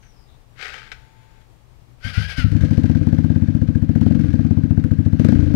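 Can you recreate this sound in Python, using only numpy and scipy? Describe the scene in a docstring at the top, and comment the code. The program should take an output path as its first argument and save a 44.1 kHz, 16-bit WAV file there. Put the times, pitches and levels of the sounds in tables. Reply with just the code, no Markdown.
"""A single-cylinder scooter starts on a tiled porch, idles near 15 firings a second and revs lightly twice.
First the starter blips and the fuel pump primes; then whining gears crank the engine until it catches.
Each exhaust puff and its return gulp ring pipe and muffler, thudding hard enough to overload a near
microphone, while knock and valve taps ring the crankcase. Outdoor air, a hum and a few faint whistled
notes lie behind. All of this is in the left channel; the right holds only faint hiss."""
import sys
import numpy as np
from scipy import signal
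from scipy.fft import rfft, irfft, next_fast_len
from scipy.io import wavfile

SR = 44100
rng = np.random.default_rng(int(sys.argv[2]) if len(sys.argv) > 2 else 0)


def master_out(mix):
    """Clip the mix to full scale and print it as 16-bit PCM to the path in sys.argv[1]."""
    frames = np.transpose(np.atleast_2d(mix))
    ceiling = np.clip(frames, -1, 1)
    pcm = np.round(ceiling * 32767).astype(np.int16)
    wavfile.write(sys.argv[1], SR, pcm)


N = 245032
TIME = np.arange(N) / SR
SIZE = next_fast_len(N + SR)
HZ = np.fft.rfftfreq(SIZE, 1 / SR) + 1e-6

# tone colour of the small metal parts (frequency [Hz], level [dB])
SMALL_PARTS_COLOUR = [(150, -58.5), (250, -19), (353, -28), (398, -9), (553, -12.5), (669, -15), (781, -10),
                      (995, -20), (1560, -1.5), (1790, -6), (2240, -2), (2660, -8.5), (4630, -14.5),
                      (10800, -38.5), (15500, -43)]
# swell of the engine's running noise (time [s], level [dB])
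RUNNING_LEVEL = [(2.47, -50.5), (2.7, -44.5), (2.95, -49), (3.5, -52.5), (3.9, -56), (3.98, -52),
                 (4.27, -49.5), (4.7, -55), (5.16, -54), (5.21, -45.5), (5.56, -50.5)]


def amp(db):
    """Decibels to gain."""
    return 10 ** (np.asarray(db) / 20)


def unit(x):
    """Scales to rms 1."""
    return x / np.sqrt(np.mean(x ** 2) + 1e-20)


def level(rows):
    """Gain along a (time [s], level [dB]) curve, silent outside it."""
    s, db = np.transpose(rows)
    return amp(np.interp(TIME, s, db, left=-np.inf, right=-np.inf))


def colour(points):
    """EQ curve through (frequency [Hz], level [dB]) points."""
    hz, db = np.transpose(points)
    return amp(np.interp(np.log(HZ), np.log(hz + 1), db))


def causal(gain):
    """Unit-power response with this EQ shape that rings only after the blow."""
    log_gain = np.log(np.maximum(unit(gain), 1e-5))
    cepstrum = irfft(log_gain, SIZE)
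    cepstrum[1:SIZE // 2] *= 2
    cepstrum[SIZE // 2 + 1:] = 0
    return np.exp(rfft(cepstrum))


def through(x, response):
    """Filters by a frequency response."""
    return irfft(rfft(x, SIZE) * response, SIZE)[:N]


def resonance(hz, width):
    """Response of one mode, 1 at its peak."""
    return 1 / (1 + 1j * (HZ ** 2 - hz ** 2) / (HZ * width))


def noise():
    """White noise of rms 1."""
    return rng.standard_normal(N)


def drift(hz):
    """Smooth random wander of rms 1, rolling off above hz."""
    return unit(through(noise(), np.exp(-(HZ / hz) ** 2)))


def tone(hz):
    """Sine of rms 1 along a pitch curve."""
    return np.sqrt(2) * np.sin(2 * np.pi * np.cumsum(hz) / SR)


def bursts(times, gains, decay_s):
    """Envelope of sudden blows that die away."""
    blows = np.zeros(N + SR)
    np.add.at(blows, np.round(times * SR).astype(int), gains)
    return signal.lfilter([1], [1, -np.exp(-1 / (decay_s * SR))], blows[:N])


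def surges(rows, fall_db_per_s, rise_db_per_s=597):
    """Envelope of surges that rise quickly, hold and run down."""
    curves = [db - rise_db_per_s * np.maximum(s - TIME, 0)
              - fall_db_per_s * np.maximum(TIME - s - hold, 0) for s, hold, db in rows]
    return amp(np.max(curves, axis=0))


def puffs(times, volumes, widths):
    """Bell-shaped puffs, each holding a given volume of gas."""
    at = np.round(times * SR).astype(int)[:, None] + np.arange(-512, 513)
    bells = np.exp(-.5 * ((at / SR - times[:, None]) / widths[:, None]) ** 2) / widths[:, None]
    return np.bincount(at.ravel(), (volumes[:, None] * bells).ravel(), N)[:N] / np.sqrt(2 * np.pi)


def metal(points):
    """Response of the engine's metal: a broad colour with ringing modes standing out."""
    # modes of crankcase and covers (frequency [Hz], width [Hz], level against the broad colour [dB])
    case_modes = [(1281, 100, 0), (1475, 27, -6.5), (1578, 44, -3), (1910, 21, -4.5), (2190, 15, -9),
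                  (2930, 14, -16.5), (3080, 40, -2), (5270, 32, -4)]
    peaks = sum(amp(db) * abs(resonance(hz, width)) ** 2 for hz, width, db in case_modes)
    return causal(colour(points) * (1 + peaks))


def hiss():
    """Faint hiss that sinks as the engine catches."""
    # tilt of the hiss (frequency [Hz], level [dB])
    tilt = [(20, -2.5), (200, -11), (1000, -18.5), (4000, -23), (15000, -32)]
    # its fade (time [s], level [dB])
    fade = [(0, -61.5), (2.35, -62.5), (2.6, -68), (3.2, -70.5), (5.56, -74)]
    return level(fade) * unit(through(noise(), colour(tilt)))


def outdoors(air_db=-50, hum_db=-59, hum_hz=119.2):
    """A bed of outdoor air and a wavering far hum."""
    # rumble-heavy air (frequency [Hz], level [dB])
    air_colour = [(12, -34.5), (20, -2.5), (59, -6.5), (90, -13), (122, -7), (180, -21), (372, -24.5),
                  (631, -28.5), (746, -27), (1200, -32.5), (1380, -36.5), (2330, -39), (15500, -55.5)]
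    air = amp(air_db + drift(13)) * unit(through(noise(), colour(air_colour)))
    hum = amp(hum_db + 2 * drift(6)) * tone(hum_hz * (1 + 0.017 * drift(7.2)))
    return air + hum


def whistle(fuzz_hz=420):
    """Far, fuzzy notes that swell and fade as they fall in pitch."""
    # whistled notes (start [s], length [s], first pitch [Hz], last pitch [Hz], level [dB])
    notes = [(0, 0.13, 6300, 5660, -65), (0.103, 0.19, 5500, 4750, -68), (0.264, 0.11, 3720, 3680, -65.5)]
    out = np.zeros(N)
    for start, length, first_hz, last_hz, db in notes:
        progress = np.clip((TIME - start) / length, 0, 1)
        swell = np.sqrt(abs(np.sin(np.pi * progress)))
        out += amp(db) * swell * tone(first_hz + (last_hz - first_hz) * progress)
    return out * drift(fuzz_hz)


def porch(x, wet_db=-11, t60_s=.5, predelay_s=.006):
    """Adds a short diffuse tail from tiles and walls."""
    t = TIME[:SR // 2]
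    tail = rng.standard_normal(len(t)) * 10 ** (-3 * t / t60_s) * (t > predelay_s)
    return x + amp(wet_db) * signal.fftconvolve(x, tail / np.linalg.norm(tail))[:N]


def fuel_pump(waver=0.0037, whirr_db=-6):
    """The fuel pump whines in a soft whirr while it builds pressure."""
    # priming envelope (time [s], level [dB])
    priming = [(.62, -88), (.78, -57), (1.1, -57.5), (1.2, -57), (1.4, -58.5), (1.45, -61), (1.5, -90)]
    # partials of the whine (frequency [Hz], level [dB])
    partials = [(883, -3), (3429, -20), (6853, -22.5)]
    speed = 1 + waver * drift(130)
    whirr = amp(whirr_db) * through(noise(), metal(SMALL_PARTS_COLOUR))
    whine = sum(amp(db) * tone(hz * speed) for hz, db in partials)
    return level(priming) * (whirr + whine)


def clicks():
    """The starter drive and relays snap home."""
    # metal snaps (time [s], level [dB], decay [s])
    snaps = [(0.027, -56, 0.047), (.574, -54, 0.0054), (.917, -30, 0.011), (1.415, -55.5, 0.0062),
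             (2.012, -60.5, 0.0086)]
    blows = sum(bursts(np.array([s]), amp(db), decay) for s, db, decay in snaps)
    return through(blows * noise(), metal(SMALL_PARTS_COLOUR))


def starter_blip(grain_db=3):
    """A first grainy jab of the starter runs down without the engine catching."""
    # surges of the blip (start [s], hold [s], level [dB])
    jabs = [(.605, 0.072, -34), (.735, 0.0067, -35), (.85, 0.0075, -46.5)]
    grain = unit(amp(grain_db * drift(400)))
    return through(surges(jabs, fall_db_per_s=127) * grain * noise(), metal(SMALL_PARTS_COLOUR))


def starter_crank(rattle_db=-0.5, chatter=0.16, waver=0.009, flutter_db=3):
    """Gear teeth whine and rattle, chattering as the armature turns."""
    # one surge for each compression (start [s], hold [s], level [dB])
    compressions = [(2.05, 0.049, -35), (2.142, 0.1, -34), (2.293, 0.029, -33.5), (2.38, 0.022, -30.5)]
    # gear speed, sagging under compression (time [s], tooth rate [Hz])
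    tooth_rate = [(2.0, 1339), (2.05, 1551), (2.1, 1608), (2.16, 1382), (2.22, 1566), (2.28, 1667),
                  (2.38, 1554), (2.42, 1386), (2.52, 1253)]
    # tooth tone, armature sidebands and harmonics (multiple of the tooth rate, level [dB])
    partials = [(1, -2), (1.189, -16), (1.4, -9.5), (1.999, -11.5), (3, -15.5)]
    # colour of the rattle (frequency [Hz], level [dB])
    rattle_colour = [(260, -52.5), (450, -17), (661, -18.5), (767, -16), (1030, -26), (1560, -5.5),
                     (1780, -13), (2230, -6.5), (2620, -10.5), (3130, -10), (3690, -15.5), (4880, -14.5),
                     (7500, -33), (11500, -33), (15500, -55)]
    effort = surges(compressions, fall_db_per_s=290)
    mesh_hz = np.interp(TIME, *np.transpose(tooth_rate)) * (1 + waver * drift(120))
    whine = sum(amp(db) * tone(k * mesh_hz) for k, db in partials)
    shake = unit(np.maximum(1 + chatter * tone(mesh_hz / 4), 0))
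    rattle = through(effort * shake * noise(), metal(rattle_colour))
    flutter = unit(amp(flutter_db * drift(55)))
    return amp(rattle_db) * rattle + effort * whine * flutter


def engine_cycles(first_firing_s=2.5497, idle_hz=15, load_scatter_db=.45, knock_scatter_db=1.6):
    """Speed times each cycle and load sets its strength; returns one array per column of coughs."""
    # uneven first strokes, on the starter and as the engine catches
    # (time [s], blowdown [dB], gulp lag [s], gulp [dB], gulp width [s], knock [dB])
    coughs = [(2.0493, -14, 0.014, -11, 0.00074, -63.5), (2.1765, -3.5, 0.0027, 2, 0.00059, -73),
              (2.381, -8, .0125, 9.5, 0.0026, -74), (2.4412, -10.5, 0.0035, 10, 0.0013, -46),
              (2.518, -6.5, .0052, 4.5, .0019, -35.5), (2.6102, -8.5, 0.0027, 8, 0.0019, -35.5)]
    # engine speed under its own power (time [s], firing rate [Hz])
    revs = [(2.555, 11.324), (2.648, 12.717), (2.877, 17.706), (2.966, 17.267), (3.298, 17.292),
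            (3.578, 14.629), (3.903, 14.535), (4.111, 23.076), (4.257, 21.552), (4.438, 17.124),
            (4.683, 14.17), (4.842, 14.841), (4.972, 13.226), (5.182, 15.153), (5.317, 30.277),
            (5.468, 26.209)]
    # load on the piston (time [s], level [dB])
    load = [(2.55, -2), (2.73, -0.1), (2.95, 0), (3.35, -1.96), (3.88, -2), (3.97, -0.7), (4.16, -.5),
            (4.36, -2), (4.55, -1.8), (5.13, -1.77), (5.22, 2), (5.32, 1), (5.38, 1.5), (5.54, 0)]
    # no combustion: one misfire, then the overrun after each rev (start [s], end [s])
    unfired_spells = [(2.99, 3.04), (4.22, 4.315), (5.34, 5.52)]
    rate = np.interp(TIME, *np.transpose(revs))
    count = np.cumsum(rate * (TIME >= first_firing_s)) / SR
    s = TIME[np.diff(np.ceil(count), prepend=0) > 0]
    speed = np.interp(s, TIME, rate) / idle_hz
    octaves = np.log2(speed)
    chance = rng.standard_normal((len(s), 2))
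    load_db = np.interp(s, *np.transpose(load))
    # at speed the blowdown is weaker, the gulp sooner and harder
    blow_db = load_db - 0.5 * octaves + load_scatter_db * chance[:, 0]
    lag_s = 0.0034 / speed ** 0.43
    gulp_db = blow_db + 4.5 + octaves
    knock_db = -39 + 3.8 * load_db + knock_scatter_db * chance[:, 1]
    fired = np.broadcast_arrays(s, blow_db, lag_s, gulp_db, .0011, knock_db)
    # a coasting stroke is weaker, with a late, broad gulp and hardly any knock
    unfired = np.broadcast_arrays(s, blow_db - 1, 0.01289, blow_db, 0.0023, -54.5)
    coasting = np.any([(s > start) & (s < end) for start, end in unfired_spells], axis=0)
    cycles = np.hstack([np.transpose(coughs), np.where(coasting, unfired, fired)])
    return cycles[:, np.argsort(cycles[0])]


def rocker(cycles, ping_db=-42, lead_s=0.0033, scatter_db=5.5):
    """The rocker hits the exhaust valve just before each blowdown and briefly pings the cover."""
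    s = cycles[0]
    hits = amp(ping_db + scatter_db * rng.standard_normal(len(s)))
    cover = sum(amp(db) * tone(hz * (1 + 0.018 * drift(40))) for hz, db in [(1582, -1.5), (1710, -5.5)])
    return bursts(s - lead_s, hits, decay_s=.004) * cover


def clatter(cycles, rustle_db=-3, grain_db=2, scatter_db=3, knock_gain=1.6045):
    """Combustion knock, valve taps and chain rustle ring the crankcase."""
    # valve train taps (position [share of the cycle], level against the running noise [dB])
    valve_taps = [(0.302, 3.5), (.46, -10.5), (.86, 0)]
    # colour of the crankcase (frequency [Hz], level [dB])
    case_colour = [(530, -34), (900, -14.5), (1090, -21.5), (1350, -12), (1590, -1.5), (1860, -8.5),
                   (2100, -7.5), (3000, -13.5), (3220, -14.5), (4660, -15), (5310, -21), (5840, -18.5),
                   (6580, -24.5), (11900, -38), (15500, -46)]
    s, *_, knock_db = cycles
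    period = np.minimum(np.gradient(s), .075)
    taps = np.zeros(N)
    for share, db in valve_taps:
        hits = amp(db + scatter_db * rng.standard_normal(len(s)))
        taps += bursts(s + share * period, hits, decay_s=0.0096)
    rustle = amp(rustle_db) * unit(amp(grain_db * drift(300)))
    running = level(RUNNING_LEVEL) * (rustle * noise() + taps * noise())
    knock = bursts(s - .001, amp(knock_db), decay_s=0.0069) * noise()
    treble_lift = causal(np.sqrt(1 + (HZ / 7000) ** 2))
    return through(running + knock_gain * through(knock, treble_lift), metal(case_colour))


def chamber(cycles, ring_db=-12, delay_s=0.0176, centre_hz=262, rise_hz_per_s=2800, spread_s=0.0055):
    """The muffler's second chamber swells just after a blowdown; its pitch rises as hot gas fills it."""
    s, blow_db = cycles[:2, 3:]  # from the fourth stroke on
    t = TIME[:SR // 20] - delay_s
    swell = np.exp(-.5 * (t / spread_s) ** 2)
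    chirp = np.cos(2 * np.pi * (centre_hz + .5 * rise_hz_per_s * t) * t)
    blows = np.bincount(np.round(s * SR).astype(int), amp(blow_db), N)[:N]
    return amp(ring_db) * signal.fftconvolve(blows, swell * chirp)[:N]


def exhaust(cycles, thud_db=-58, blow_width_s=0.00081, muffler_hz=292, bark_db=-35, flow_db=-55):
    """Each blowdown and the gulp after it ring the pipe and muffler; the jet adds a short rasp."""
    # resonances rung by the blowdown (frequency [Hz], width [Hz], signed gain)
    blow_modes = [(62.5, 3.9, 1.64), (83.35, 5.84, 6), (98.03, 7.55, 3), (146.2, 39, 1.56),
                  (251.7, 19.23, 3.5), (272.65, 4, 6.5), (275, 15.6, -1), (313, 23, -2), (381, 5.3, -0.1)]
    # resonances rung by the return gulp (frequency [Hz], width [Hz], signed gain)
    gulp_modes = [(82.7, 8.2, 1.29), (104.6, 13.55, 2.07), (156.25, 5.9, 1.73), (198.3, 8.7, 4.4),
                  (218.26, 2.64, 1.65), (240.6, 25.5, 4.18)]
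    # colour of the jet's rasp (frequency [Hz], level [dB])
    rasp_colour = [(200, -31), (340, -6.5), (490, -2.5), (650, -10), (850, -19.5), (1200, -21.5),
                   (2500, -29), (8000, -59.5)]
    # reflections from body and porch (delay [s], signed gain)
    echoes = [(.0078, 0.28), (0.0185, -0.055), (0.025, -.26), (.0368, -0.29)]
    s, blow_db, lag_s, gulp_db, gulp_width_s, _ = cycles
    # a slow stroke lets out a longer, deeper puff
    stretch = np.maximum(np.diff(s, append=s[-1]) / .062, 1)
    blows = puffs(s, amp(blow_db) * stretch, blow_width_s * stretch)
    gulps = puffs(s + lag_s, amp(gulp_db) * stretch, gulp_width_s * stretch)
    blow_ring = through(blows, sum(g * resonance(hz, width) for hz, width, g in blow_modes))
    gulp_ring = through(gulps, sum(g * resonance(hz, width) for hz, width, g in gulp_modes))
    muffler = signal.freqs(*signal.butter(4, 1, analog=True), HZ / muffler_hz)[1]
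    thud = amp(thud_db) * through(gulp_ring - blow_ring, muffler)
    # turbulence follows the blowdown, over a weak continuous flow
    bark = amp(bark_db) * bursts(s, amp(blow_db), decay_s=0.013)
    flow = amp(flow_db) * unit(level(RUNNING_LEVEL))
    rasp = through((bark + flow) * noise(), causal(colour(rasp_colour)))
    reflections = sum(g * np.exp(-2j * np.pi * HZ * delay) for delay, g in echoes)
    return through(thud + rasp, 1 + reflections)


def scene():
    """The scooter and its surroundings on the left, hiss alone on the right."""
    cycles = engine_cycles()
    mechanics = clatter(cycles) + rocker(cycles) + starter_crank() + starter_blip()
    mechanics += clicks() + fuel_pump()
    left = exhaust(cycles) + chamber(cycles) + porch(mechanics + whistle()) + outdoors()
    return np.array([amp(4) * left, hiss()])


def record(dry, cutoff_hz=15750):
    """The strongest thuds flatten at full scale; a steep low-pass then trims the top."""
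    clipped = dry / (1 + dry ** 16) ** (1 / 16)
    lowpass = signal.firwin(511, cutoff_hz, window=("kaiser", 9), fs=SR)
    return signal.oaconvolve(clipped, lowpass[None], "same")


dry = scene()
out = record(dry)
master_out(out)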